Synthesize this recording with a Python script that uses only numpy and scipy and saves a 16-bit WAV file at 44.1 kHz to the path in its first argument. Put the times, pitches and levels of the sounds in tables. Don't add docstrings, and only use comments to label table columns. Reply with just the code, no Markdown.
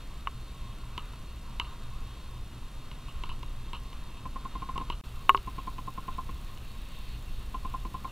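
import sys
import numpy as np
from scipy import signal
from scipy.fft import rfft, irfft
from scipy.io import wavfile
from scipy.ndimage import uniform_filter1d

SR = 44100
rng = np.random.default_rng(int(sys.argv[2]) if len(sys.argv) > 2 else 0)


def store_wav(level_fs):
    pcm = np.round(np.clip(np.atleast_2d(level_fs), -1, 1) * 32767)
    wavfile.write(sys.argv[1], SR, pcm.T.astype(np.int16))


def field_ratio(decibels):
    return 10 ** (np.asarray(decibels, dtype=float) / 20)


N = 357651
T = np.arange(N) / SR
HZ = np.arange(N // 2 + 1) * SR / N + 1e-3
GAP_START_S, GAP_END_S = 5.01268, 5.03764
TOP_HZ = 15780


def level(x, db):
    return x * field_ratio(db) / np.sqrt(np.mean(x ** 2))


def coloured(gain):
    return level(irfft(rfft(rng.standard_normal(N)) * gain, N), 0)


def slope(points):
    hz, db = np.transpose(points)
    return field_ratio(np.interp(np.log(HZ), np.log(hz), db))


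def peak(hz, width_hz):
    return 1 / (1 + ((HZ - hz) / width_hz) ** 2)


def walk(rate):
    hold = int(SR / rate)
    steps = np.repeat(rng.standard_normal(N // hold + 1), hold)
    return 1.08 * uniform_filter1d(uniform_filter1d(steps, hold), hold)[:N]


def ring(modes, rise_s, chance, in_step_s=0):
    t = T[:SR // 5]
    hz, db, t60 = np.transpose(modes)[:, :, None]
    hz = hz * (1 + 0.004 * chance[:len(modes), None])
    decay_db = db - 60 * np.maximum(t, in_step_s) / t60 + 60 * in_step_s / t60
    swing = field_ratio(decay_db) * np.sin(2 * np.pi * hz * (t - in_step_s))
    out = np.sum(swing, axis=0) * (1 - np.exp(-t / rise_s)) ** 2
    return out / np.abs(out).max()


def crack(t60, rise_s):
    t = T[:SR // 5]
    snap = signal.lfilter([1, .6], [1, -.4], rng.standard_normal(len(t)))
    return snap * field_ratio(-60 * t / t60) * (1 - np.exp(-t / rise_s))


def add(out, s, x):
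    i = int(s * SR)
    out[i:i + len(x)] += x[:N - i]


# (time [s], peak level [dB], ring frequency [Hz])
STEPS = [(4.257, -34.5, 1040), (4.361, -34, 1068), (4.454, -33, 1065), (4.555, -33, 1048),
         (4.623, -32.5, 1065), (4.691, -31.5, 1044), (4.76, -32, 1070), (4.801, -37, 1050),
         (4.814, -34, 1042), (5.476, -32.5, 1034), (5.584, -33.5, 1055), (5.675, -31.5, 1038),
         (5.785, -35, 1020), (5.878, -31.5, 1042), (5.979, -33, 1045), (6.083, -31, 1040),
         (6.185, -30, 1044), (6.294, -39, 1070), (7.5455, -30.5, 1045), (7.651, -32.5, 1048),
         (7.742, -30, 1040), (7.853, -37, 1040), (7.945, -31, 1044), (8.048, -30.5, 1045)]
# (ratio to ring frequency [1], level [dB], share of decay time [1])
BARREL_MODES = [(1.0, 2.5, 0.748), (.92, -13.5, 1), (1.1, -11, 0.724), (1.328, -19, 0.7),
                (0.691, -10, 0.45), (0.777, -17, 0.88)]


def focus_motor():
    out = np.zeros(N)
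    rasp = coloured(peak(2483, 890))
    for (s, db, hz), chance in zip(STEPS, rng.standard_normal((len(STEPS), 9))):
        t60 = 0.069 + 0.0055 * (db + 34)
        barrel = ring([(hz * r, d, t60 * share) for r, d, share in BARREL_MODES], 0.00402, chance)
        thump_modes = [(203, 10.5, 0.028), (286.6, -4.5, 0.0913), (468, -4, 0.042)]
        thump = ring(thump_modes, 0.0029, 15 * chance[5:])
        t = T[:len(barrel)]
        grit = rasp[int(s * SR) - len(t):int(s * SR)]
        grit = grit * field_ratio(-60 * t / 0.0323) * (1 - np.exp(-t / 0.004))
        add(out, s - .004, field_ratio(db + 3.5) * barrel - field_ratio(-37) * thump + field_ratio(-41) * grit)
    return out


# (time [s], peak level [dB], upper modes over peak [dB], hollow ring over peak [dB],
# ring decay time t60 [s])
KNOCKS = [
    (0.2717, -19, -10.5, -47, 0.027),
    (5.2932, -3, -10, -29, 0.043),
    (5.3464, -11.5, -18.5, -21, 0.039),
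]
# (frequency [Hz], level [dB], share of decay time [1])
SHELL_MODES = [(690, -26, .8), (790, -25, .8), (968, -7, .75), (1088, 0, 1.05), (1210, -6, .75),
               (1385, -13, .5), (1550, -14, .3)]
# (frequency [Hz], level [dB], decay time t60 [s])
UPPER_SHELL_MODES = [(1750, -16, .04), (2040, -7, .02), (2250, -6, .018), (2690, -9, .02), (2895, -7, .035),
                     (2800, 4, .006), (3600, -12, .005), (3750, -26, .05)]
# (frequency [Hz], level [dB], decay time t60 [s])
LATCH_MODES = [(5070, -1, .014), (4400, 0, .01), (3500, 0, .012)]


def knocks():
    out = np.zeros(N)
    still = np.zeros(8)
    contact_s = .0017
    for s, db, high_db, hollow_db, t60 in KNOCKS:
        shell_modes = [(hz, d, t60 * share) for hz, d, share in SHELL_MODES]
        shell = ring(shell_modes, 0.0017, still, contact_s)
        top = ring(UPPER_SHELL_MODES, 0.00088, still, contact_s)
        hollow = ring([(395.8, -7.5, 0.13), (340, -4, 0.025), (476, 5, 0.013)], 0.00074, still)
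        body = shell + field_ratio(high_db + 6.0) * top + field_ratio(hollow_db + 6.0) * hollow
        add(out, s - .0003, field_ratio(db) * body)
        slap = signal.lfilter([1, -.7], [1], crack(.002, 0.0002))
        slap_db = db - 8 + 1.5 * db
        add(out, s + contact_s - .0006, field_ratio(slap_db) * slap)
    add(out, 5.3672, field_ratio(-37) * ring(LATCH_MODES, .0006, still))
    return out


# (time [s], peak level [dB], upper modes over peak [dB],
# crack over peak [dB], scrape over peak [dB])
TICKS = [(0.979, -29.5, 6.5, -9, -14.5), (1.135, -42, 1, -11, -25), (1.599, -27.5, 11, -9, -12.5),
         (1.646, -49.5, 6, -6, -3), (2.915, -45, 9.5, -11, -13), (3.083, -43, -5, -11, -6.5),
         (3.237, -32, 3.5, -14, -18), (3.293, -38.5, 2, -10, -6), (3.314, -38, -16, -20, -25),
         (3.431, -37.5, 2.5, -11, -28), (3.733, -31.5, 2, -10, -11.5), (3.749, -41.5, 6, -10, -10),
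         (3.766, -47, -3, -10, -17), (3.93, -43, 5, -9, -20), (4.779, -26, -1, -14, -28),
         (4.901, -25, 0, -20, -17), (4.922, -43, -5, -16, -6), (5.375, -35.5, 7, -30, -24),
         (5.783, -41, 1, -14, -12), (6.575, -48.5, 8.5, -3, -12), (6.889, -51.5, 1, 0, -10),
         (8.077, -42, -15, -17, -10)]
# (frequency [Hz], level [dB], decay time t60 [s])
TICK_MODES = [(2160, -7.5, 0.016), (2304, -4, 0.013), (2895, -1.5, 0.018), (2800, -8, 0.019),
              (3076, 3.5, 0.0054), (3650, -3, 0.0091), (1630, 3, 0.0046)]


def housing_ticks():
    out = np.zeros(N)
    scrape_gain = peak(2866, 350) ** 2 + 0.72 * peak(1160, 360) ** 2 + 0.23 * peak(4030, 430) ** 2
    scrape = coloured(scrape_gain) * field_ratio(3.0 * walk(200))
    t = T[:SR // 5]
    for (s, db, high_db, crack_db, scrape_db), chance in zip(TICKS, rng.standard_normal((len(TICKS), 14))):
        lower = ring([(968, 0, .032)], 0.0011, chance)
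        upper = ring([(1088, 0, .032)], 0.0011, chance[1:])
        flank = ring([(1260, 5, 0.038), (1440, 0, 0.02)], 0.00091, 5 * chance[5:])
        thump_modes = [(200, -2.0, 0.016), (357, -1, 0.016), (518, 4, 0.0051)]
        thump = ring(thump_modes, 0.00071, 15 * chance[2:])
        high = ring(TICK_MODES, 0.00016, 4 * chance[7:])
        tail = np.roll(scrape, -int(s * SR))[:len(t)]
        tail = tail * np.exp(-(t / .028) ** 2) * (1 - np.exp(-t / 0.0029))
        body = 0.58 * (upper - lower) + 0.22 * flank + field_ratio(-4) * thump + field_ratio(high_db) * high
        snap = field_ratio(crack_db) * crack(0.0048, 0.000067)
        add(out, s - .0005, field_ratio(db) * (body + snap + field_ratio(scrape_db) * tail))
    return out


# (time [s], housing ring level [dB])
GRIP = [(0.0, -58), (0.54, -59.5), (0.97, -55), (1.35, -58.5), (1.76, -55), (2.21, -58), (3.16, -56.5),
        (4.04, -58), (4.83, -54), (4.95, -57), (5.89, -59), (6.03, -55), (6.91, -60.5), (8.11, -57)]
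# (frequency [Hz], width [Hz], level [dB])
HOUSING_PEAKS = [(970, 59, -6.5), (1070, 40, -1.5), (1194, 82, -7), (1336, 210, -5.5)]
# (frequency [Hz], width [Hz], level [dB])
DRIVE_PEAKS = [(2010, 554, -4.5), (2690, 220, -1), (3205, 260, -3.5), (3700, 186, -2), (4260, 277, -4)]


def zoom_drive():
    grip_db = np.interp(T, *np.transpose(GRIP))
    strain_db = 4.5 * np.exp(-((T - 6.94) / 0.3) ** 2)
    drive_db = -58.5 + 0.137 * (grip_db - grip_db.mean()) + strain_db
    stir = walk(25)
    rung = sum(field_ratio(db + 0.86 * stir + 2.9 * walk(18)) * coloured(peak(hz, w)) for hz, w, db in HOUSING_PEAKS)
    drive = sum(field_ratio(db + 1.0 * stir + 1.2 * walk(27)) * coloured(peak(hz, w)) for hz, w, db in DRIVE_PEAKS)
    return field_ratio(grip_db) * level(rung, -0.67) + field_ratio(drive_db) * level(drive, 0)


def sensor_buzz():
    spikes = np.zeros(N)
    frame_hz, spike_hz = 29.513, 1850
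    # first read-out [s], end [s], spike peak [dB]
    for first, end, db in ((.0064, GAP_START_S, -41), (5.0574, T[-1] - .01, -40)):
        frames = np.arange(first, end, 1 / frame_hz)
        at = ((frames[:, None] + np.arange(4) / spike_hz) * SR).astype(int)
        sizes = np.array([1.0, 0.36, 0.96, 0.18])
        spikes[at] = field_ratio(db + 2.18 * rng.standard_normal(at.shape)) * sizes
    return irfft(rfft(spikes) * np.clip(HZ / 4000, 0, 1), N)


# (frequency [Hz], level per Hz [dB])
RUMBLE = [(7.1, -19), (12, 1), (49, -6.5), (63, -9), (81, -17.5), (128, -23), (151, -22.5), (236, -26),
          (371, -37.5), (392, -37), (900, -45.5), (1170, -69), (1980, -120)]


def ventilation():
    gust_db = -42 + 1.5 * walk(3.94)
    share = np.clip(np.log2(HZ / 70), 0, 1)
    flow = rfft(rng.standard_normal(N)) * slope(RUMBLE)
    deep = irfft(flow * (1 - share), N)
    air = irfft(flow * share, N)
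    hum = field_ratio(-53) * coloured(peak(120, 9))
    return field_ratio(gust_db) * level(deep, 3.7) + level(air, -53.5) + hum


# (frequency [Hz], level per Hz [dB])
HISS = [(180, -43), (300, -3), (1060, -8), (1660, -11.5), (3710, -15), (4850, -16), (15200, -20.5),
        (16500, -40)]


def amplifier_hiss():
    return field_ratio(-57.5) * coloured(slope(HISS))


def scene():
    mono = focus_motor() + knocks() + housing_ticks() + zoom_drive()
    mono = mono + sensor_buzz() + ventilation() + amplifier_hiss()
    return np.array([mono, mono])


# (low edge [Hz], high edge [Hz], drop-out threshold [spreads])
SIDE_DROPS = [(300, 1300, 1.0), (1300, 1900, 1.2), (1900, 2600, .6), (2600, 3400, -.4), (4600, 5700, -.6),
              (5700, 7000, -1.2)]


def thin_side(side):
    for low_hz, high_hz, odds in SIDE_DROPS:
        band = irfft(rfft(side) * ((HZ > low_hz) & (HZ < high_hz)), N)
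        power = band ** 2
        faint = uniform_filter1d(power, SR // 40) < 6 * np.median(power)
        dropped = 1. * (faint & (walk(30) < odds))
        side = side - band * uniform_filter1d(dropped, SR // 200)
    return side


def band_limit(x):
    return signal.sosfilt(signal.butter(12, 16820, fs=SR, output="sos"), x)


def record(dry):
    mono = rfft(dry[0]) * np.where(HZ < TOP_HZ, 1, field_ratio(-32))
    lag = np.exp(-2j * np.pi * HZ * 1.0 / SR)
    first_shot = T < GAP_START_S
    mid = np.where(first_shot, irfft(mono * (1 + lag) / 2, N), irfft(mono, N))
    treble = irfft(mono * (lag - 1) / 2 / (1 + (700 / HZ) ** 4), N)
    noise = field_ratio(-72.0) * coloured(slope([(1000, -30), (3500, 0), (TOP_HZ, -2), (16000, -60)]))
    side = np.where(first_shot, thin_side(treble + noise), 0)
    gap = (T >= GAP_START_S) & (T < GAP_END_S)
    gap_noise = field_ratio(-78.5) * rng.standard_normal((2, N))
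    mix = np.where(gap, gap_noise, np.array([mid + side, mid - side]))
    return band_limit(mix)


dry = scene()
out = record(dry)
store_wav(out)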